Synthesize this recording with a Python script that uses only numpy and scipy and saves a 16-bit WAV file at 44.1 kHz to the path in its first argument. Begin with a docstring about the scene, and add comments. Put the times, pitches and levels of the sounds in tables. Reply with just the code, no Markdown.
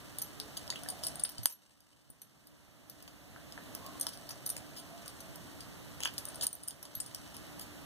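"""Close in, a pair of microphones: wool rustles over needle tips, the room hisses, hums and rushes softly behind.
From 0.2 s two hollow metal knitting needles tap by the left one: struck modes, some ringing on; faint tones swell.
Dull knocks and short scrapes join from 0.7 s; the background dips at 1.2 s, deeply at 1.45 s, and climbs back.
A sparser stretch follows; the taps thicken again at 4 s and from 6 s, with two more scrapes and a dip at 6.5 s.
Short echoes follow the needles; the recorder takes a delayed copy of each side from the other to widen the image."""
import sys
import numpy as np
from scipy import signal
from scipy.fft import rfft, irfft, next_fast_len
from scipy.io import wavfile

SR = 44100
rng = np.random.default_rng(int(sys.argv[2]) if len(sys.argv) > 2 else 0)


def persist_wave(psi):
    """Save psi, clipped to +-1, as 16-bit WAV."""
    counts = np.round(np.clip(psi, -1, 1) * 32767).astype(np.int16)
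    wavfile.write(sys.argv[1], SR, np.atleast_2d(counts).T)


N = 346185

# Levels are those in front of the microphones, ahead of the recorder's widening and filters.

# Wool sliding over the tips. Each row: time in seconds, rms level in dB.
SLIDE = [(0, -62), (1.38, -60), (1.53, -70.5), (1.83, -74), (2.84, -74), (2.97, -67), (3.28, -75),
         (3.98, -61), (5.9, -65), (6.21, -62.5), (6.38, -59), (6.78, -69), (7.22, -60), (7.85, -68.5)]
# Broad resonances of the rustle. Each row: frequency in Hz, width in Hz, relative level in dB.
WOOL = [(3057, 167, -6.5), (5460, 1800, 1.5), (8200, 1070, 1.5), (12900, 5700, -5)]
SLIPS_PER_S, CLUMP_DB = 3000, 6   # median rate; spread of the rate as slips bunch together

# Spectrum of the room noise. Each row: frequency in Hz, relative density in dB per Hz.
ROOM_SPECTRUM = [(30, -7), (55, 10), (130, 7.5), (290, -1), (420, -8.5), (680, -10.5), (1000, -12),
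                 (2000, -13), (4000, -17.5), (8000, -24), (12000, -41.5), (16000, -49.5)]
ROOM_DB = -49   # rms before the dips
# How alike the room is at both microphones. Each row: frequency in Hz, likeness from 0 to 1.
LIKENESS = [(60, 1), (200, 0.9), (350, 0.52), (700, 0.32), (1000, 0), (3000, 0.023), (8000, 0.04)]
# Lean of the room noise. Each row: frequency in Hz, left over right in dB.
LEAN = [(100, -1), (1000, -1.5), (5000, -0.5), (12000, -37.5)]
# Motor hum. Each row: frequency in Hz, width in Hz, rms level in dB before the dips.
HUM = [(130.3, 14, -62.7), (294, 7, -60.5), (590, 9, -71), (1178, 14, -75)]
# Soft rush that swells now and then. Each row: time in seconds, rms level in dB before the dips.
RUSH = [(0, -72), (1.09, -59.5), (1.46, -67), (1.6, -68.5), (2.67, -68.5), (3.78, -63), (4.6, -61),
        (5, -73), (5.5, -64.5), (6.2, -75), (6.4, -59), (6.7, -63), (7.28, -68), (7.85, -67.5)]
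RUSH_HZ, RUSH_WIDTH_HZ = 655.5, 190

HISS_DB, HISS_LOW_HZ = -56.5, 7140   # the recorder's own hiss: level ahead of its low cut; the cut
# Dips of the background. Each row: start in seconds, depth in dB, hold in seconds from the start,
# recovery in dB per second.
DIPS = [(-.01, 2, .001, 2.5), (1.223, 7.5, 0.00086, 6), (1.448, 19, 0.46, 10.5), (4.054, 2.5, .1, 1.27),
        (6.458, 9, .001, 9)]
SINK_S = 0.025
ROOM_T60_S, WALL_CUT_HZ, WET_DB = 0.16, 7000, -11.5   # echoes: decay, treble cut, gain

# Needle taps. Each row: time in seconds, main body strength in dB (rms over 10 ms, before chance),
# low body over main in dB, high body over main in dB, chatter decay in seconds.
TAPS = [(0.1855, -39, -22, -3, 0.0012), (.193, -49, -10, -8, 0.0054), (0.2178, -41, -13, -0.5, 0.0023),
        (0.222, -44.5, -21, 5, 0.0024), (0.4004, -45.5, -5, -4, 0.0007), (0.57, -50, -1, -4, 0.00087),
        (0.574, -46, -1.5, -3, 0.0025), (.678, -59, 10, -2, 0.00094), (0.7026, -49.5, 3, -10, 0.002),
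        (0.7583, -58, 14, -7, 0.0044), (0.8348, -47.5, -13, -1, .0008), (0.887, -39, -18, -8, 0.0031),
        (0.902, -39.5, -26, -9, 0.0037), (1.031, -56, 0, -6, 0.0023), (1.036, -45, -7, -5, 0.004),
        (1.0407, -48, -11, -6, 0.0029), (1.048, -44, -15, -6, 0.014), (1.0678, -40, -9, 1, 0.0034),
        (1.072, -46, -19, -3, 0.0028), (1.084, -49.5, -4, -6, 0.0024), (1.1565, -44.5, -25, -4, 0.00087),
        (1.1959, -48, -10, -3, 0.0046), (1.2367, -27, -44, -18, 0.00087), (1.25, -39.5, -20, -13, 0.0039),
        (1.292, -48.5, -13.5, 1, 0.0058), (1.318, -58.5, -15, 6, 0.0034), (1.3817, -54, 0, -9, 0.0022),
        (1.432, -46, -27, -4, 0.0049), (1.4572, -26, -10.5, 0.5, 0.00068), (1.465, -43.5, -3.5, 1, 0.016),
        (1.4985, -51, -2.5, 4, 0.029), (1.524, -59, -14, -1, 0.0042), (1.805, -68.5, -3, 4, 0.0023),
        (2.102, -55, -30, -6, 0.0055), (2.218, -56.5, -16.5, 2, 0.0048), (2.471, -62.5, -9, 2, 0.0032),
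        (2.898, -59, -10, 8, 0.0036), (3.025, -59, -7, 8.5, 0.0037), (3.0782, -64, 2, 6, 0.0038),
        (3.5234, -59, -1, -4, 0.00098), (3.7503, -45.5, -10.5, 4, 0.001), (3.863, -57.5, 3, 7, 0.0043),
        (3.9983, -42.5, -22, -3, 0.00064), (4.0113, -36.5, -17.5, -4, 0.0027), (4.029, -50, -8, -8, 0.0027),
        (4.068, -36.5, -15, -4, 0.0016), (4.085, -51, -8, -2, .0015), (4.0898, -47, -10, -5, .0052),
        (4.134, -55, -6.5, 1, .011), (4.174, -54, -15, -9, 0.00089), (4.291, -52, -4, -3, 0.0017),
        (4.2948, -46.5, -17, -4, 0.00054), (4.307, -52, -3, 0, 0.0085), (4.459, -55, -10, -2, 0.0026),
        (4.463, -39.5, -27, 5, 0.003), (4.473, -50.5, -23, 10, .004), (4.492, -42, -17, -3, 0.002),
        (4.501, -40.5, -13.5, -3, 0.0047), (4.5663, -47, -6.5, -6, 0.0015), (4.578, -50, -8, -3, 0.0051),
        (4.766, -55, -1, 4.5, 0.15), (5.059, -51.5, -3.5, -5, 0.0043), (5.079, -48, -10, -1, .0018),
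        (5.2047, -52.5, -15, -1, 0.0039), (5.357, -55.5, -6, 5.5, 0.0031), (5.606, -52, -7, -5, 0.0053),
        (6.0047, -51, 0, -3, 0.0012), (6.027, -53, 5, -4, 0.001), (6.0348, -51, 6, -6, 0.001),
        (6.0498, -41, -7, -6, 0.0015), (6.053, -53.5, 12, -1, 0.0019), (6.0566, -51, 20, -3, 0.0011),
        (6.063, -58, 6, -3, 0.0033), (6.0673, -56, -2, -3, 0.0011), (6.074, -59, 3, -3, 0.0018),
        (6.137, -53.5, -14, -4, .005), (6.1807, -45.5, -4.5, 0, 0.00086), (6.1838, -40.5, -27, -5, 0.0035),
        (6.2533, -40.5, -17, -7, 0.00083), (6.2863, -42.5, -22, -13, 0.0022), (6.345, -54, -13, -9, .002),
        (6.357, -45.5, -23, -7, 0.00085), (6.4114, -47.5, -2, -3, 0.004), (6.424, -40, -11, -7, 0.014),
        (6.4323, -39, -17, -2, 0.0018), (6.4355, -38, -20, -6, 0.002), (6.4395, -38.5, -18, -3, .003),
        (6.468, -31.5, -18, -6, 0.00082), (6.477, -49, -8, -6, .002), (6.5298, -49, -37, 1, 0.0033),
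        (6.553, -56, -26, 9, .0015), (6.63, -53, -27, -21, 0.00071), (6.635, -51.5, -14, -5, 0.0031),
        (6.6773, -44, -22, -5, 0.006), (6.6836, -39, -15.5, -3, 0.0015), (6.708, -55, -3, -7, 0.0027),
        (6.8278, -55, -7, 2, 0.0046), (6.8528, -54, -10, -3, 0.003), (6.953, -50.5, -20, 6, 0.0026),
        (7.002, -33.5, -21, -12, 0.0045), (7.0233, -56, -25, -11, 0.015), (7.062, -49, -18, -8, 0.0092),
        (7.1475, -45, -6, 0, 0.0013), (7.343, -59.5, 4, -4, 0.011), (7.3667, -49.5, -3.5, 1, 0.001),
        (7.5955, -51.5, -3, 3.5, 0.0019), (7.612, -51, -9, 2, 0.018)]
# Needle modes. Each row: frequency in Hz, relative level in dB, t60 in seconds.
NEEDLE = [(2968, 0.5, 0.0045), (3340, -4.5, 0.003), (4280, 10, 0.033), (5010, 4.5, 0.0042),
          (6020, 7, 0.076), (6080, 11, 0.077), (6160, 3, 0.00064), (7230, 4, 0.0014), (8250, -5, 0.0037),
          (9187, 0.5, 0.015), (9370, 0, 0.0081), (9840, 1.5, 0.0054), (10840, -1, 0.0035),
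          (11490, 10, 0.12), (11500, -4, 0.054), (12700, -2.5, 0.0016), (13130, 9, 0.068),
          (13500, -5, 0.0029), (15200, 0, 0.0035)]
# Borders between the low, middle, main and high body, in Hz.
BODY_BORDERS_HZ = [4700, 7800, 10400]
# Pitch shifts of the damped modes by the grip, as shares of their frequency.
GRIPS = [-.012, 0, .012]
# Taps on a tube the fingers leave free, so it rings on. Each row: time in seconds, level in dB,
# upper modes over lower in dB.
FREE_RINGS = [(0.2206, -57, 7), (1.433, -65, 13), (1.524, -70, 14), (2.218, -71.5, 6), (2.8987, -70, 2),
              (4.0108, -54, 0), (4.4618, -57.5, 3), (5.204, -64, -7), (6.052, -57.5, -3), (6.185, -62, 3),
              (6.432, -67, 13), (6.531, -67, -2), (6.951, -67, 18), (7.062, -70, -10)]
FREE_T60_S = .028   # modes slower than this sound only in the free rings
FIRST_BLOW, CHATTER_PER_S = 0.7, 5000   # size of the blow among rebounds up to 1; rebound rate
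RISE_S, RISE_SHARE = .0007, .25   # grazing lead-up: base, plus this share of the chatter decay
SNAP_DB, SNAP_LOW_HZ, SNAP_HIGH_HZ = 17, 2800, 7500   # toneless snap: over the middle body; its band
FAR_SIDE_DB, FAR_LAG_S = -13, .00025   # a tap at the right microphone: over left; longest extra path
MIDDLE_DB, MIDDLE_FOLLOWS = 3, 0.74   # middle body over main; share of the low body's swing

# Faint far tones. Each row: start in seconds, end in seconds, frequency in Hz, width in Hz,
# level at full swell in dB.
FAR_TONES = [(3.38, 4.25, 250, 15, -61), (0.22, 0.53, 430, 6.1, -62.5), (3.7, 4.02, 1090, 61, -63.5),
             (0.77, 1.1, 718, 45, -62), (4.8, 5.1, 680, 18, -62.5), (5.15, 5.34, 660, 14, -65)]
# Dull knocks of hand or needle end. Each row: time in seconds, height in dB before panning,
# frequency in Hz, t60 in seconds.
KNOCKS = [(0.6935, -39, 1020, 0.0063), (0.725, -36, 2010, 0.011), (.861, -40, 1730, 0.016),
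          (1.39, -37, 110, 0.11), (1.457, -27, 1000, 0.0025), (1.4574, -23.5, 1860, .004),
          (2.1, -41, 199, 0.01), (3.362, -38, 1530, 0.0079), (3.5773, -32, 1700, 0.0067),
          (6.973, -38.5, 120, 0.032)]
# One needle scraping along the other. Each row: start in seconds, end in seconds,
# starting level in dB ahead of the low cut.
SCRAPES = [(0.727, 0.78, -56.5), (6.003, 6.021, -51), (6.028, 6.046, -45)]
CATCHES_PER_S, SCRAPE_FADE_DB = 1000, 1.5   # catch rate; loss over a stroke
SCRAPE_HZ, SCRAPE_SLOPE_DB = 3200, 31   # the region it drives best; loss per octave away from it
SCRAPE_LOW_HZ = 2400   # low cut: a light touch drives little below this

# Gain of the copy subtracted from the other side. Each row: frequency in Hz, gain in dB.
CROSS_GAIN = [(500, -0.9), (2400, -1.04), (5000, -2.5), (7500, -5.2), (12000, -5.5)]
CROSS_LAG_S, CROSS_TURN, CROSS_CORNER_HZ = .00037, .95, 2500   # lag; extra phase turn (rad), its corner
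# Balance of the recorder. Each row: frequency in Hz, left over right in dB.
BALANCE = [(500, -2), (3000, -1.15), (8500, -1), (11500, -6.5)]
MIC_TOP_HZ, CUTOFF_HZ = 14680, 17000   # treble fade; steep cut


def from_db(db):
    """Gain of a level in dB."""
    return 10 ** (np.asarray(db) / 20)


def rms_one(x):
    """Scaled to rms 1."""
    return x / np.sqrt(np.mean(x ** 2) + 1e-20)


def level_curve(rows):
    """Gain sample by sample from rows of time and dB."""
    s, db = np.transpose(rows)
    return from_db(np.interp(np.arange(N) / SR, s, db))


def at_hz(points, hz):
    """A spectrum read on a log-frequency axis."""
    point_hz, values = np.transpose(points)
    return np.interp(np.log(hz), np.log(point_hz), values)


def samples(s):
    """Seconds to the nearest sample."""
    return np.round(s * SR).astype(int)


def ring(clicks, hz, t60):
    """A two-pole mode: a unit click sets off a decaying sine of height 1."""
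    r, w = from_db(-60 / (t60 * SR)), 2 * np.pi * hz / SR
    return signal.lfilter([0, np.sin(w)], [1, -2 * r * np.cos(w), r * r], clicks + 1e-18)


def resonant(x, hz, width_hz):
    """A resonance of the given width; rms 1."""
    return rms_one(ring(x, hz, np.log(1000) / (np.pi * width_hz)))


def placed(x, left_db):
    """Left over right in dB, keeping the mean power of the two microphones."""
    return x * from_db(np.outer([.5, -.5], left_db)) / np.sqrt(np.cosh(left_db * np.log(10) / 20))


def slide():
    """Wool over the tips: dense uneven slips of fibres sound through broad resonances."""
    sizes = from_db(3.8 * np.minimum(rng.exponential(1, N), 5)) * rng.choice([-1, 1], N)
    bunching = np.repeat(rng.standard_normal(N // 256 + 1), 256)[:N]   # a new rate every 6 ms
    rate = SLIPS_PER_S * from_db(CLUMP_DB * bunching)
    slips = sizes * (rng.random(N) < rate / SR)
    rustle = sum(from_db(db) * resonant(slips, hz, width) for hz, width, db in WOOL)
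    return placed(level_curve(SLIDE) * rms_one(rustle), 13.4)


def room_noise():
    """Room hiss: noise shared by the microphones more in the bass than above; rms 1."""
    size = next_fast_len(N)
    hz = np.maximum(np.arange(size // 2 + 1) * SR / size, 1)
    mid, side = rfft(rng.standard_normal((2, size)))
    alike = np.clip(at_hz(LIKENESS, hz), -1, 1)
    pair = np.sqrt(1 + alike) * mid + np.sqrt(1 - alike) * side * [[1], [-1]]
    shaped = placed(pair, at_hz(LEAN, hz)) * from_db(at_hz(ROOM_SPECTRUM, hz))
    return rms_one(irfft(shaped, size)[:, :N])


def hum():
    """Wavering motor tones: noise in narrow resonances, separate at each microphone."""
    return sum(from_db(db) * resonant(rng.standard_normal((2, N)), hz, width) for hz, width, db in HUM)


def rush():
    """Soft rush: noise twice through one resonance, swelling and sinking."""
    once = resonant(rng.standard_normal(N), RUSH_HZ, RUSH_WIDTH_HZ)
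    return placed(level_curve(RUSH) * resonant(once, RUSH_HZ, RUSH_WIDTH_HZ), 0.85)


def background_db():
    """Each dip falls quickly, holds and climbs back steadily; the deepest one rules."""
    t = np.arange(N) / SR
    depths = []
    for start, depth_db, hold, rate in DIPS:
        fall = np.clip((t - start) / SINK_S, 0, 1)
        recovered_db = rate * np.maximum(t - start - hold, 0)
        depths.append(fall * np.clip(depth_db - recovered_db, 0, None))
    return -np.max(depths, axis=0)


def recorder_hiss():
    """The recorder's own hiss: high-passed noise, dipping with the background."""
    hiss = signal.lfilter(*signal.butter(2, HISS_LOW_HZ, "high", fs=SR), rng.standard_normal((2, N)))
    return from_db(HISS_DB + background_db()) * hiss


def walls(x):
    """Reverberation: dying noise, one tail a side, treble dulled, unit energy."""
    t = np.arange(SR // 2) / SR
    tails = rng.standard_normal((2, len(t))) * from_db(-60 * t / ROOM_T60_S)
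    tails *= np.minimum(t / 0.0018, 1)
    tails = signal.lfilter(*signal.butter(1, WALL_CUT_HZ, fs=SR), tails)
    tails /= np.sqrt(np.sum(tails ** 2, axis=1, keepdims=True))
    return signal.fftconvolve(x[None], tails, axes=1)[:, :N]


def tap_contacts(chatter_s):
    """Grazing touches, a blow and dying rebounds, of unit energy; also the samples ahead of the blow."""
    t = np.arange(SR // 24) / SR
    draws = rng.random((len(chatter_s), 2, len(t)))
    rebounds = (draws[:, 0] < CHATTER_PER_S / SR) * (2 * draws[:, 1] - 1)
    rise_s = np.clip(RISE_S + RISE_SHARE * chatter_s, 1e-4, .004)
    decay = np.exp(-t / np.maximum(chatter_s, 1e-4)[:, None])
    contact = rebounds * decay * np.minimum(t / rise_s[:, None], 1)
    lead = samples(rise_s)
    contact[np.arange(len(lead)), lead] = FIRST_BLOW
    return contact / np.sqrt(np.sum(contact ** 2, axis=1, keepdims=True)), lead


def taps():
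    """Needle on needle: each contact snaps and drives the damped modes, detuned by the grip."""
    s, main_db, low_db, high_db, chatter_s = np.transpose(TAPS)
    middle_db = MIDDLE_DB + MIDDLE_FOLLOWS * np.minimum(low_db, 3)
    body_db = main_db + [low_db, middle_db, 0 * s, high_db]
    luck_db = rng.normal(0, 2, (len(s), len(NEEDLE)))
    contact, lead = tap_contacts(chatter_s)
    t = np.arange(contact.shape[1]) / SR
    at = samples(s)[:, None] + np.arange(len(t)) - lead[:, None]
    grip = rng.integers(len(GRIPS), size=len(s))
    far_at = at + samples(rng.random(len(s)) * FAR_LAG_S)[:, None]   # a new path for each tap

    def struck(strength):
        """The contacts as they reach the left and the right microphone."""
        force = (strength[:, None] * contact).ravel()
        left = np.bincount(at.ravel(), force, N)[:N]
        right = from_db(FAR_SIDE_DB) * np.bincount(far_at.ravel(), force, N)[:N]
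        return np.sqrt(2) * np.array([left, right])

    snaps = struck(from_db(body_db[1] + SNAP_DB))
    out = signal.lfilter(*signal.butter(1, [SNAP_LOW_HZ, SNAP_HIGH_HZ], "band", fs=SR), snaps)
    for k, (hz, level_db, t60) in enumerate(NEEDLE):
        if t60 > FREE_T60_S:
            continue
        # start height for 10 ms of energy shared by three modes
        start_db = 10 * np.log10(.04 * np.log(1000) / t60 / 3)
        body = body_db[np.searchsorted(BODY_BORDERS_HZ, hz)]
        strength = from_db(body + start_db + level_db + luck_db[:, k])
        # level out the whole chatter as this mode feels it
        strength /= np.maximum(abs(contact @ np.exp(-2j * np.pi * hz * t)), .5)
        for g, shift in enumerate(GRIPS):
            out += (-1) ** k * ring(struck(strength * (grip == g)), hz * (1 + shift), t60)
    return out


def free_rings():
    """A tube the fingers leave free: single blows set its long-lived modes ringing."""
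    s, db, upper_db = np.transpose(FREE_RINGS)
    out = np.zeros((2, N))
    for hz, level_db, t60 in NEEDLE:
        if t60 > FREE_T60_S:
            luck_db = rng.normal(0, 1.7, len(s))
            blow_db = db + upper_db * (hz > BODY_BORDERS_HZ[-1]) + level_db + luck_db
            out += placed(ring(np.bincount(samples(s), from_db(blow_db), N), hz, t60), 23.0)
    return out


def far_tones():
    """Faint far tones: narrow noise under a half-sine swell."""
    t = np.arange(N) / SR
    out = np.zeros(N)
    for start, end, hz, width, db in FAR_TONES:
        swell = np.sin(np.pi * np.clip((t - start) / (end - start), 0, 1))
        out += from_db(db) * swell * resonant(rng.standard_normal(N), hz, width)
    return placed(out, 1.0)


def knocks():
    """Soft contacts of hand or needle end: one damped mode each."""
    out = sum(from_db(db) * ring(np.arange(N) == round(s * SR), hz, t60) for s, db, hz, t60 in KNOCKS)
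    return placed(out, 31.0)


def scrapes():
    """Uneven catches of the surfaces drive the needle's lower modes; each stroke starts at once and fades."""
    t = np.arange(N) / SR
    sizes = from_db(2.4 * np.minimum(rng.exponential(1, N), 4)) * rng.choice([-1, 1], N)
    catches = sizes * (rng.random(N) < CATCHES_PER_S / SR)
    strokes = np.zeros(N)
    for start, end, db in SCRAPES:
        fade_db = SCRAPE_FADE_DB * np.clip((t - start) / (end - start), 0, 1)
        strokes += from_db(db - fade_db) * (t > start) * (t < end)
    body = np.zeros(N)
    for hz, db, t60 in NEEDLE:
        if hz < BODY_BORDERS_HZ[1] and t60 < FREE_T60_S:
            drive_db = db - SCRAPE_SLOPE_DB * abs(np.log2(hz / SCRAPE_HZ))
            body += from_db(drive_db) * rms_one(ring(catches, hz, t60))
    low_cut = signal.butter(4, SCRAPE_LOW_HZ, "high", fs=SR, output="sos")
    return placed(signal.sosfilt(low_cut, strokes * rms_one(body)), 20.5)


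def scene():
    """Needles near the left microphone, the room around; echoes sink and rise with the background."""
    near = slide() + taps() + free_rings() + knocks() + scrapes()
    level = from_db(background_db())
    # echoes start from the background level of 5 ms earlier
    lagging = np.concatenate([np.full(SR // 200, level[0]), level])[:N]
    echoes = from_db(WET_DB) * walls(near.sum(axis=0) / lagging)
    background = from_db(ROOM_DB) * room_noise() + hum() + rush() + echoes
    return near + level * background + far_tones()


def record(dry):
    """Each side loses a delayed copy of the other; own hiss joins, the top fades, then a steep cut."""
    size = next_fast_len(N + 100)
    hz = np.maximum(np.arange(size // 2 + 1) * SR / size, 1)
    turn = 2 * np.pi * hz * CROSS_LAG_S + CROSS_TURN * np.tanh(hz / CROSS_CORNER_HZ)
    sides = rfft(dry, size)
    sides = sides - sides[::-1] * from_db(at_hz(CROSS_GAIN, hz)) * np.exp(-1j * turn)
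    sides += rfft(recorder_hiss(), size)
    wide = irfft(placed(sides, at_hz(BALANCE, hz)), size)[:, :N]
    wide = signal.sosfilt(signal.butter(10, MIC_TOP_HZ, fs=SR, output="sos"), wide)
    return signal.sosfilt(signal.cheby2(12, 70, CUTOFF_HZ, fs=SR, output="sos"), wide)


dry = scene()
out = record(dry)
persist_wave(out)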